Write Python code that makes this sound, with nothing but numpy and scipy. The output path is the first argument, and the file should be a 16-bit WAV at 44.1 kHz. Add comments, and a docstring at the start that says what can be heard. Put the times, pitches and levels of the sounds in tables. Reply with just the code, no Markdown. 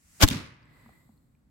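"""A small field cannon fires once on an open range, a few metres from a stereo microphone.
Powder fizzes at the vent, then gas tears out of the muzzle with a deep push and sharp cracks.
The tree line throws back a short roar; faint knocks and a low roll return from far down the range.
Debris ticks on the ground and a thin hiss fades into still air. The recorder rounds off the peaks."""
import sys
import numpy as np
from scipy.fft import rfft, irfft, next_fast_len
from scipy.io import wavfile
from scipy.ndimage import map_coordinates

SR = 44100
rng = np.random.default_rng(int(sys.argv[2]) if len(sys.argv) > 2 else 0)


def generate_wav(signal):
    """Clip the signal to [-1, 1] and save it as 16-bit WAV at the path in sys.argv[1]."""
    frames = np.transpose(np.atleast_2d(signal))
    scaled = np.clip(frames, -1, 1) * 32767
    pcm = np.round(scaled).astype(np.int16)
    wavfile.write(sys.argv[1], SR, pcm)


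N = 66150
REPORT_START_S, PUSH_S, TREES_S = .2, .233, .31  # arrivals at the microphone

# muzzle gas, left then right channel: (peak time [s], level [dB], rise [dB/s], hold [s])
MUZZLE_GAS = [(0.2269, -13, 1102, 0.0084), (0.232, -14.5, 649.5, 0.0057)]
# its spectrum a few metres off: (frequency [Hz], level [dB])
GAS_COLOUR = [(180, -9), (260, -1.5), (420, -9), (650, -3), (1000, -8), (1550, -5), (1850, -12),
              (2200, -8.5), (4600, -14), (7500, -13.5), (9700, -25), (11500, -17), (15000, -21.5),
              (16500, -28)]
# the gas across the microphone: (frequency [Hz], left-right likeness [correlation])
CLOSE_LIKENESS = [(150, .4), (600, 0), (8000, 0)]
# reflections off the ground and the carriage: (delay [s], level [dB])
BOUNCES = [(.0047, -11), (.0094, -15.5)]
def report():
    """A jet leaves the vent, then ragged gas tears out of the muzzle, different in each channel."""
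    t = clock()
    onset_s, fall_db_per_s = .012, 1200.5
    gate = np.clip((t - REPORT_START_S) / onset_s + .5, 0, 1) ** 2
    vent = amp(-31 + 450 * np.minimum(t - .2131, 0)) * (t < PUSH_S)
    muzzle = amp([db - rise * np.maximum(s - t, 0) - fall_db_per_s * np.maximum(t - s - hold, 0)
                  for s, db, rise, hold in MUZZLE_GAS])
    roughness = amp(1.4 * wobble(600))
    gas = gate * np.hypot(vent, muzzle) * roughness * noise(colour(GAS_COLOUR), CLOSE_LIKENESS)
    return gas + sum(amp(db) * filtered(gas, lambda hz: np.exp(-2j * np.pi * hz * delay))
                     for delay, db in BOUNCES)


# the pressure wave, left then right channel: (frequency [Hz], level [dB], t60 [s])
PRESSURE_WAVE = [(100, -2, 0.088), (81.6, -0.5, .058)]
def push():
    """The pressure wave swings low and dies fast, with a slow outflow and the barrel's hollow note."""
    t = clock()
    attack = 1 - np.exp(-np.maximum(t - PUSH_S, 0) / .0023)
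    front = -attack * np.array([amp(db) * swing(PUSH_S, hz, t60) for hz, db, t60 in PRESSURE_WAVE])
    outflow = amp(-8.5) * swing(.237, hz=21, t60=.065)
    bore_s, bore_hz = .232, 294
    bore_level = amp(-14) * burst(bore_s, rise_s=.017, t60=.045, hold_s=.012)
    return front + outflow + bore_level * np.cos(2 * np.pi * bore_hz * (t - bore_s))


# the blast's hard edge at the microphone: (left gain [dB], right gain [dB])
EDGE_BALANCE = [-1.5, -12]
def blast_edge():
    """The front of the blast hits the microphone hardest on the left, and eddies buffet both sides."""
    edge = amp(-12) * amp(EDGE_BALANCE)[:, None] * burst(.2245, rise_s=.012, t60=.0094, hold_s=.014)
    eddies = amp(-21) * burst(PUSH_S, rise_s=.07, t60=.066, hold_s=.008) * (clock() > REPORT_START_S)
    opposed = [(100, -.57)]  # left and right partly out of phase
    return edge * noise(band(4700, .53), CLOSE_LIKENESS) + eddies * noise(band(219, .6), opposed)


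# sharp cracks around the report: (time [s], level [dB], t60 [s])
CRACKS = [(.2148, -21.5, 0.015), (.267, -36, 0.0083), (0.279, -24.5, 0.006), (0.288, -15.5, 0.003),
          (0.303, -29.5, 0.022)]
# their spectrum: (frequency [Hz], level [dB])
CRACK_COLOUR = [(200, -5), (600, -5), (2000, -7), (3600, 6), (5000, -5), (7000, -2.5), (10000, -6.5),
                (16000, -11.5)]
def cracks():
    """Short bright snaps reach the microphone, each with a brief hard note."""
    snaps = sum(amp(db) * burst(s, rise_s=.012, t60=t60) for s, db, t60 in CRACKS)
    notes = sum(amp(db - 9) * swing(s, hz=3620, t60=.011) for s, db, _ in CRACKS)
    return snaps * noise(colour(CRACK_COLOUR)) + notes


# powder burning at the vent: (frequency [Hz], level [dB])
FIZZ_COLOUR = [(300, -15.5), (1000, -5.5), (2000, 0), (3500, -8.5), (7500, 2.5), (10000, -2.5),
               (15000, -11)]
def priming():
    """Powder fizzes at the vent a few metres away, growing until the charge catches."""
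    t = clock() - MUZZLE_GAS[0][0]
    growth_db_per_s = 65
    return amp(-55 + growth_db_per_s * np.minimum(t, 0)) * (t < 0) * noise(colour(FIZZ_COLOUR))


# the roar off the tree line: (band centre [Hz], level [dB], t60 [s])
TREE_ROAR = [(45.4, -41, 0.32), (110, -33, 0.46), (232, -32.5, 0.42), (463, -43.5, 0.52),
             (1190, -41.5, 0.63), (2050, -39.5, 0.64), (4000, -38.5, 0.45), (7800, -44, .34),
             (13500, -50, .27)]
def trees():
    """The ground scatters a little at once, then the tree line answers; the mids last longest."""
    ground = amp(-7) * burst(.268, rise_s=.01, t60=.021, hold_s=.035)
    roar = sum(amp(db) * np.hypot(burst(TREES_S, rise_s=.017, t60=t60), ground) * noise(band(hz, .45))
               for hz, db, t60 in TREE_ROAR)
    return roar * amp(.3 * wobble(130))


def branches():
    """Single trunks and branches speckle the roar with small crackling reflections."""
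    hits_per_s, spread_db = 130, 5
    hits = rng.random((2, N)) < hits_per_s / SR
    strength = amp(spread_db * np.clip(rng.standard_normal((2, N)), -2, 2))
    crackle = unit(filtered(hits * strength, band(3300, .8)))
    return amp(-41) * burst(TREES_S, rise_s=.017, t60=.41) * crackle


# knocks from the far end: (time [s], level [dB], frequency [Hz], noise t60 [s])
FAR_KNOCKS = [(.862, -52, 1000, .03), (.8925, -46.5, 850, .017), (1.092, -57.5, 800, .022)]
# low echoes: (time [s], level [dB], pitch [Hz])
THUMPS = [(0.316, -28.5, 240), (.36, -28.5, 164.7), (.4, -36, 148), (.52, -49, 129.6), (0.865, -48, 225),
          (1.098, -51.5, 219), (1.14, -56, 140)]
def range_echoes():
    """The shot comes back from down the range as dry knocks and low thumps."""
    echoes = np.zeros((2, N))
    for s, db, hz, t60 in FAR_KNOCKS:
        scatter = burst(s, rise_s=.002, t60=t60) * noise(band(hz, .39))
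        echoes += amp(db) * (swing(s, hz, t60 / 2) + .5 * scatter)
    for s, db, hz in THUMPS:
        echoes += amp(db) * burst(s, rise_s=.025, t60=.091) * np.sin(2 * np.pi * hz * (clock() - s))
    return echoes


# the roll from the far end of the field: (band centre [Hz], level [dB], t60 [s])
FAR_ROLL = [(59.4, -67.5, 3.4), (131, -63, 3.03), (263, -70, 2.8), (524.6, -73, 1.62), (1020, -69.5, 1.2),
            (1850, -68.5, 0.73), (3700, -76.5, 0.9)]
def roll():
    """Distant woods keep a quiet uneven rumble going, with a faint ring in it."""
    rumble = np.zeros((2, N))
    for hz, db, t60 in FAR_ROLL:
        level = amp(db + .33 * wobble(54)) * burst(.62, rise_s=.4, t60=t60, hold_s=.27)
        rumble += level * noise(band(hz, .37))
    ring = amp(-69) * burst(.76, rise_s=.5, t60=.62, hold_s=.2) * noise(band(2000, .05))
    return rumble + ring


# bits of debris landing: (time [s], level [dB], pitch [Hz])
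DEBRIS = [(.629, -60, 4850), (.655, -67, 7800), (1.177, -68, 4300), (1.351, -66, 2380)]
def debris():
    """Each bit strikes the ground with a tiny tick, faint at the microphone."""
    return sum(amp(db) * swing(s, hz, t60=.016) for s, db, hz in DEBRIS)


# the late hiss: (frequency [Hz], level [dB])
HISS_COLOUR = [(3000, -9.5), (4200, -1.5), (5800, -16), (7800, 3.5), (9800, -11), (11500, -0.5),
               (15000, -6.5)]
def hiss():
    """A thin hiss rises behind the echoes and fades."""
    return amp(-71.5) * burst(.77, rise_s=.5, t60=1.7, hold_s=.2094) * noise(colour(HISS_COLOUR))


# still air on the range: (frequency [Hz], level [dB])
AIR_COLOUR = [(25, -10), (60, 3), (110, -1), (260, -4.5), (370, -19.5), (600, -23), (1100, -25.5),
              (2200, -29.5), (3000, -37.5), (8000, -41.5), (16000, -47)]
def air():
    """The open range lays a quiet, steady, low bed under the shot."""
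    return amp(-66.5) * noise(colour(AIR_COLOUR))


# open-air sound across the microphone: (frequency [Hz], left-right likeness [correlation])
OUTDOOR_LIKENESS = [(40, 1), (150, .85), (400, 0.32), (1500, 0.069), (8000, 0.076)]
def noise(gain, likeness=OUTDOOR_LIKENESS):
    """Stereo noise of rms 1 with a given gain and left-right likeness per frequency."""
    def mid_side(hz):
        angle = np.arccos(np.clip(along(likeness, hz), -1, 1)) / 2
        return gain(hz) * np.array([np.cos(angle), np.sin(angle)])
    mid, side = filtered(rng.standard_normal((2, N)), mid_side)
    return unit(np.array([mid + side, mid - side]))


def amp(db):
    """Decibels to gain."""
    return 10 ** (np.asarray(db) / 20)


def unit(x):
    """Scaled to rms 1."""
    return x / np.sqrt(np.mean(x ** 2) + 1e-20)


def clock():
    """The time of each sample."""
    return np.arange(N) / SR


def along(points, hz):
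    """(Hz, value) points read on a log axis."""
    freqs, values = np.transpose(points)
    return np.interp(np.log(hz + 1), np.log(freqs + 1), values)


def filtered(x, response):
    """x passed through a frequency response."""
    size = next_fast_len(N + SR // 2)
    return irfft(rfft(x, size) * response(np.fft.rfftfreq(size, 1 / SR)), size)[..., :N]


def wobble(rate):
    """A smooth random curve, rate knots a second."""
    return map_coordinates(rng.standard_normal(N), [clock() * rate], mode="wrap")


def colour(points):
    """The gain of a spectrum, rolled off below its first point."""
    return lambda hz: amp(along(points, hz)) / np.sqrt(1 + (points[0][0] / (hz + 1)) ** 8)


def band(centre_hz, octaves):
    """The gain of a bell on a log axis."""
    return lambda hz: np.exp(-.5 * (np.log2((hz + 1) / centre_hz) / octaves) ** 2)


def burst(s, rise_s, t60, hold_s=0):
    """Climbs 60 dB in rise_s up to time s, holds, then falls 60 dB in t60."""
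    t = clock() - s
    return amp(-60 * (np.maximum(-t, 0) / rise_s + np.maximum(t - hold_s, 0) / t60))


def swing(s, hz, t60):
    """A damped oscillation set off at time s."""
    t = np.maximum(clock() - s, 0)
    return np.sin(2 * np.pi * hz * t) * amp(-60 * t / t60)


def scene():
    """At the microphone: the close shot, its echoes down the range and the still air."""
    shot = priming() + report() + blast_edge() + push() + cracks()
    echoes = trees() + branches() + roll() + range_echoes()
    return shot + echoes + debris() + hiss() + air()


def record(dry):
    """The recorder rounds off the highest peaks and keeps nothing above its band limit."""
    ceiling, top_hz = 1.3, 16300
    clipped = dry / (1 + np.abs(dry / ceiling) ** 6) ** (1 / 6)
    return filtered(clipped, lambda hz: hz < top_hz)


dry = scene()
out = record(dry)
generate_wav(out)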